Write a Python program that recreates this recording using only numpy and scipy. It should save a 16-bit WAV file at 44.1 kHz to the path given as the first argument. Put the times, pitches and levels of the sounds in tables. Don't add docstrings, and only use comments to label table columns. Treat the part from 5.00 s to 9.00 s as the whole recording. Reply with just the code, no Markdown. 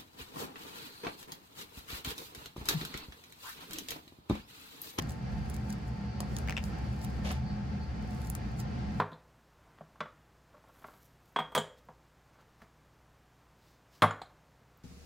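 import sys
import numpy as np
from scipy import signal
from scipy.fft import rfft, irfft
from scipy.io import wavfile
from scipy.ndimage import uniform_filter1d

SR = 44100
rng = np.random.default_rng(int(sys.argv[2]) if len(sys.argv) > 2 else 0)


def int16_out(signal):
    q = np.round(np.clip(np.atleast_2d(signal).T, -1, 1) * 32767)
    wavfile.write(sys.argv[1], SR, q.astype(np.int16))


N = 176400
TIMES, FREQS = np.arange(N) / SR, np.fft.rfftfreq(N, 1 / SR)
OPPOSITE = np.array([[1], [-1]])


def undb(db):
    return 10 ** (np.asarray(db) / 20)


def unit(x):
    return x / np.sqrt(np.mean(x ** 2))


def noise():
    return rng.standard_normal(N)


def colour(x, spectrum):
    hz, db = np.array(spectrum).T
    gain = undb(np.interp(np.log(FREQS + 1), np.log(hz), db))
    return irfft(rfft(x) * gain, N)


def band(x, hz, octaves):
    away = np.log2((FREQS + 1) / hz) / octaves
    return unit(irfft(rfft(x) * np.exp(-away ** 2 / 2), N))


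def curve(rows):
    return np.interp(TIMES, *np.array(rows).T)


def wander(per_s):
    step = int(SR / per_s)
    stairs = np.repeat(rng.standard_normal(N // step + 1), step)
    return unit(uniform_filter1d(stairs, step)[:N])


def envelope(t, attack, hold, decay):
    return np.clip(t / attack, 0, 1) * np.exp(-np.maximum(t - hold, 0) / decay)


def grains(per_s, spread_db):
    clicks = (rng.random(N) < per_s / SR) * np.sign(noise())
    sizes = undb(spread_db * np.minimum(rng.exponential(size=N), 4))
    return unit(clicks * sizes)


def nearby(make, likeness=.93, lag_ms=.275):
    left, right = np.sqrt(likeness) * make() + np.sqrt(1 - likeness) * np.array([make(), make()])
    return np.array([np.roll(left, int(lag_ms * SR / 1000)), right])


def add(out, start, x):
    i = max(int(start * SR), 0)
    out[..., i:i + x.shape[-1]] += x[..., :N - i]


def early_echoes(x, count=12, longest_ms=13, db=-3, above_hz=830):
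    lags = rng.uniform(.1, 1, (count, 2, 1)) * longest_ms / 1000
    echoes = sum(np.exp(-2j * np.pi * FREQS * lag) for lag in lags) / np.sqrt(count)
    treble = FREQS ** 2 / (FREQS ** 2 + above_hz ** 2)
    return irfft(rfft(x) * (1 + undb(db) * echoes * treble), N)


def room_echo(x, fade_s=.11, db=-12.5):
    t = np.arange(SR // 2) / SR
    dull = signal.lfilter([1], [1, -.5], rng.standard_normal((2, len(t))))
    tail = dull * np.exp(-np.log(1000) * t / fade_s) * (t > .004)
    return x + undb(db) * signal.fftconvolve(x, unit(tail) / np.sqrt(len(t)), axes=1)[:, :N]


# frequency in Hz, level in dB.
AIR_SHARED = [(20, -102), (45, -68.5), (90, -73), (230, -66.5), (270, -74.5), (400, -80), (620, -84.5),
              (740, -79), (930, -88.5), (1600, -89), (2500, -94), (3800, -102), (4700, -97), (6000, -106),
              (8000, -116), (11000, -130), (16000, -134)]
AIR_DIFFERENT = [(20, -67), (50, -98), (85, -63), (120, -82.5), (210, -73.5), (270, -81.5), (400, -81),
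                 (600, -83.5), (740, -78), (950, -87), (1900, -91.5), (2600, -99), (3800, -103.5),
                 (4700, -101.5), (6000, -107), (8000, -118), (11000, -130), (16000, -134)]

def room_air():
    air = colour(noise(), AIR_SHARED) + OPPOSITE * colour(noise(), AIR_DIFFERENT)
    return air * np.sqrt(SR / 2)


# pitch in Hz, width in Hz, level in dB.
DRONE_PEAKS = [(60.9, 5.7, -43), (72.2, 6.3, -42.5), (85.3, 8, -49.5), (123.1, 16.3, -41),
               (159.5, 18.8, -46.5), (204.2, 12.3, -43), (235, 6.4, -56), (302.8, 2.6, -60),
               (545.7, 4.9, -70), (734.6, 21, -63.5), (876.6, 16.3, -61.5), (419.7, 11, -70),
               (480.6, 8.1, -66.5)]

def appliance(side_db=-9, wide_hz=860):
    power = sum(undb(db) ** 2 * unit(1 / (1 + ((FREQS - hz) / width) ** 2) ** 2) ** 2
                for hz, width, db in DRONE_PEAKS)
    peaks = np.sqrt(power)
    spread = undb(side_db) * np.minimum(FREQS / wide_hz, 1)
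    return irfft(rfft(noise()) * peaks, N) + OPPOSITE * irfft(rfft(noise()) * peaks * spread, N)


# time in seconds, bass boost or cut in dB.
BASS_CHANGES = [(0, -7), (.38, 3.5), (.68, -6), (.9, -2.5), (1.6, 1), (2.2, 1.5), (2.62, 3), (2.85, -0.5),
                (3.4, -1), (4, -1.5)]

def background(waver_db=1, bass_top_hz=111):
    air, drone = room_air(), appliance()
    both = early_echoes(air) * undb(waver_db * wander(per_s=8.9)) + drone
    bass = irfft(rfft(both) / (1 + (FREQS / bass_top_hz) ** 8), N)
    return both + bass * (undb(curve(BASS_CHANGES)) - 1)


# time of the peak in seconds, level in dB, width in seconds.
HISS_PEAKS = [(1.133, -65.5, 0.12), (1.87, -64, 0.019), (2.51, -62, 0.049), (2.84, -61.5, .035),
              (3.04, -68, 0.037)]

def hiss(flicker_db=2):
    swells = sum(undb(db) * np.exp(-((TIMES - peak) / width) ** 2 / 2) for peak, db, width in HISS_PEAKS)
    flicker = undb(flicker_db * wander(per_s=46))
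    return swells * flicker * band(nearby(noise), hz=4530, octaves=.089)


# time in seconds, relative level in dB.
RUSTLE_LEVELS = [(2.225, -80), (2.243, -48), (2.256, -39), (2.272, -38.5), (2.297, -42), (2.31, -40),
                 (2.335, -46), (2.37, -53), (2.45, -75)]
# frequency in Hz, relative level in dB.
RUSTLE_TONE = [(300, 6), (650, 17), (1100, 7), (2500, 7.5), (4300, 3.5), (6000, 0.5), (8000, -8),
               (11000, -10), (16000, -21)]

def rustle(gain_db=-2, flicker_db=1.5):
    loudness = undb(gain_db + curve(RUSTLE_LEVELS) + flicker_db * wander(per_s=200))
    scratches = nearby(lambda: grains(per_s=2500, spread_db=1.7))
    brushing = np.array([noise(), noise()])
    return loudness * unit(colour(scratches + brushing, RUSTLE_TONE))


# start in seconds, level in dB, pitch of the thud in Hz.
BOARD_KNOCKS = [(0.566, -52, 750), (1.2044, -35, 590), (1.2295, -42, 700), (2.3081, -34, 1300),
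                (3.352, -43, 1400), (3.651, -47, 720)]
# pitch in Hz, level against the knock in dB, seconds to fall 60 dB.
BOARD_NOTES = [(650, -11, .04), (725, -6, .05), (1075, -11, .035), (1260, -9, .02), (1900, -10, .02)]

def knocks():
    t, out = np.arange(SR // 6) / SR, np.zeros((2, N))
    shape = envelope(t, attack=.001, hold=.001, decay=.005)
    for start, db, thud_hz in BOARD_KNOCKS:
        tap = band(nearby(noise), thud_hz, octaves=.7)[:, :len(t)] * shape
        for hz, note_db, fade_s in BOARD_NOTES:
            ring = np.exp(-np.log(1000) * t / fade_s) * np.sin(2 * np.pi * hz * t)
            tap += undb(note_db) * ring * rng.uniform(.7, 1, (2, 1))
        add(out, start, undb(db) * tap)
    return out


# start in seconds, squeak pitch in Hz, squeak level in dB,
# milliseconds until the squeak starts to fade, scratch level in dB.
BEAK_SLIPS = [(1.4748, 1740, -41, 3.2, -41), (1.4851, 2200, -32, 2, -40),
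              (1.4958, 2400, -29.5, 1.57, -30.5), (1.5069, 2420, -33, 1.5, -34),
              (1.5242, 1950, -31.5, 1.6, -40), (1.5671, 2694, -27.5, 2.7, -41),
              (1.5756, 2410, -27, 1.75, -40.5), (1.5811, 2720, -29, 1.44, -39.5),
              (1.59, 2320, -39, 0.62, -46)]
# multiple of the squeak's pitch, level against the squeak in dB.
BEAK_NOTES = [(.33, -14), (.5, -20), (.78, -10), (1, -1), (1.3, -9.5), (2.05, -16), (2.9, -20.5)]
# frequency in Hz, relative level in dB.
SCRATCH_TONE = [(350, 2), (800, 12), (1700, 0), (3500, -5), (7000, -2), (9000, -12), (12500, -17),
                (15000, -9)]

def beak_creak(tail_db=-21, left_louder_db=4):
    t = np.arange(SR // 20) / SR
    ms = t * 1000
    squeaks, scratches = np.zeros((2, N)), np.zeros(N)
    for start, hz, db, hold_ms, scratch_db in BEAK_SLIPS:
        shape = envelope(ms, attack=.5, hold=hold_ms, decay=.5)
        tail_shape = undb(tail_db) * envelope(ms, attack=1.1, hold=hold_ms, decay=5)
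        for multiple, note_db in BEAK_NOTES:
            phase = 2 * np.pi * hz * multiple * t
            ring = shape * np.sin(phase + .7 * rng.standard_normal((2, 1)))
            detune, shift = rng.standard_normal(2)
            tail = tail_shape * np.sin(phase * (1 + .084 * detune) + shift)
            add(squeaks, start, undb(db + note_db) * (ring + tail))
        add(scratches, start, undb(scratch_db) * envelope(ms, attack=.15, hold=hold_ms / 2, decay=.6))
    scratch_noise = unit(colour(np.array([noise(), noise()]), SCRATCH_TONE))
    return squeaks * undb(OPPOSITE * left_louder_db / 2) + scratches * scratch_noise


# frequency in Hz, relative level in dB.
BODY_TONE = [(300, -9), (900, 13.5), (1700, 4), (3000, 1), (4800, 12), (7000, 6.5), (12000, -3)]

def body_noise():
    return nearby(lambda: unit(colour(noise(), BODY_TONE)))


# frequency in Hz, relative level in dB.
JUICE_TONE = [(1200, -15), (3000, -7), (5000, -1), (7800, 0), (11000, -1), (13000, -8), (15000, -4),
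              (16200, -10)]

def juice_crackle(per_s, spread_db):
    return nearby(lambda: unit(colour(grains(per_s, spread_db), JUICE_TONE)))


# time of the peak in seconds, level in dB, rise and fall in seconds.
SQUEEZES = [(0.096, -48, 0.0051, 0.0045), (.115, -60, .01, .02), (.505, -57, 0.013, 0.013),
            (0.543, -49, .004, 0.007), (0.705, -47, 0.0073, 0.0019), (.72, -65, 0.11, .025),
            (.88, -63, 0.016, .015), (1.345, -62, 0.063, 0.066), (1.652, -57.5, 0.024, 0.038),
            (2.044, -51, 0.017, 0.0045), (3.27, -60, 0.065, 0.042), (3.602, -48.5, 0.013, 0.011)]
# time in seconds, level in dB.
NIBBLE_LEVELS = [(0, -69), (.15, -72), (.25, -80), (.35, -72), (.75, -76.5), (1, -78), (1.14, -83),
                 (1.43, -72), (1.75, -75.5), (1.93, -71), (2.15, -71), (2.55, -83), (2.83, -78.5), (3, -81),
                 (3.12, -68), (3.45, -78), (3.88, -81), (4, -68.5)]

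def pulp(pop_db=-1, body_db=1):
    squeeze_power = np.zeros(N)
    for peak, db, rise, fall in SQUEEZES:
        away = np.maximum((peak - TIMES) / rise, (TIMES - peak) / fall)
        squeeze_power += (undb(db) * np.exp(-np.minimum(away, 20))) ** 2
    nibble = undb(curve(NIBBLE_LEVELS))
    fizz = np.sqrt(nibble ** 2 + squeeze_power) * juice_crackle(per_s=4000, spread_db=-2)
    pops = undb(pop_db) * nibble * juice_crackle(per_s=170, spread_db=3.2)
    body = undb(body_db) * squeeze_power / np.sqrt(squeeze_power.max()) * body_noise()
    return fizz + pops + body


# start in seconds, level in dB, fade time in milliseconds,
# level of the body against the crack in dB.
SEED_SNAPS = [(0.0228, -42.5, 0.69, 4), (0.107, -40, 0.43, -2), (0.1196, -45, 0.67, -3),
              (0.499, -42.5, 1.1, -1), (0.5645, -41.5, 0.87, -0.5), (0.7255, -47.5, 3.1, 0.5),
              (1.204, -39.5, 2, 5), (1.366, -39.5, 1.26, 5.5), (1.386, -38.5, 1.3, -4),
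              (1.6397, -42.5, 0.75, 7.5), (1.787, -56, 0.85, 1), (2.016, -47.5, 0.54, 5),
              (2.0313, -50, .6, -13), (2.047, -41, 1.4, 0), (2.315, -43.5, 2.2, -6), (2.3253, -44, 1.2, -8),
              (3.025, -54.5, .4, -8), (3.075, -64, 1.2, 9), (3.217, -53, 1.7, 3), (3.249, -49, .7, 4),
              (3.2716, -46.5, 0.88, 0), (3.3006, -27, 0.45, -19), (3.3517, -27, 0.29, -10),
              (3.5169, -57, .5, -2), (3.7898, -62, .5, -2)]
# frequency in Hz, relative level in dB.
CRACK_TONE = [(2000, -20), (5000, -11), (7800, .5), (10800, 3), (13000, -5), (15000, -3.5), (16000, -7)]

def seed_snaps(tail_db=-22):
    ms = np.arange(SR // 20) * 1000 / SR
    tail = undb(tail_db) * envelope(ms, attack=1, hold=.37, decay=6)
    cracks, bodies = np.zeros(N), np.zeros(N)
    for start, db, fade_ms, body_db in SEED_SNAPS:
        burst = envelope(ms, attack=.12, hold=fade_ms / 2, decay=fade_ms)
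        shape = burst + min(fade_ms, 1) * tail
        add(cracks, start, undb(db) * shape)
        add(bodies, start, undb(db + body_db) * shape)
    crack_noise = nearby(lambda: unit(colour(noise(), CRACK_TONE)))
    return cracks * crack_noise + bodies * body_noise()


def scene():
    feeding = seed_snaps() + beak_creak() + knocks() + pulp() + rustle() + hiss()
    return room_echo(feeding) + background()


def record(dry):
    return signal.sosfilt(signal.ellip(10, .2, 80, 16000, fs=SR, output="sos"), dry)


dry = scene()
out = record(dry)
int16_out(out)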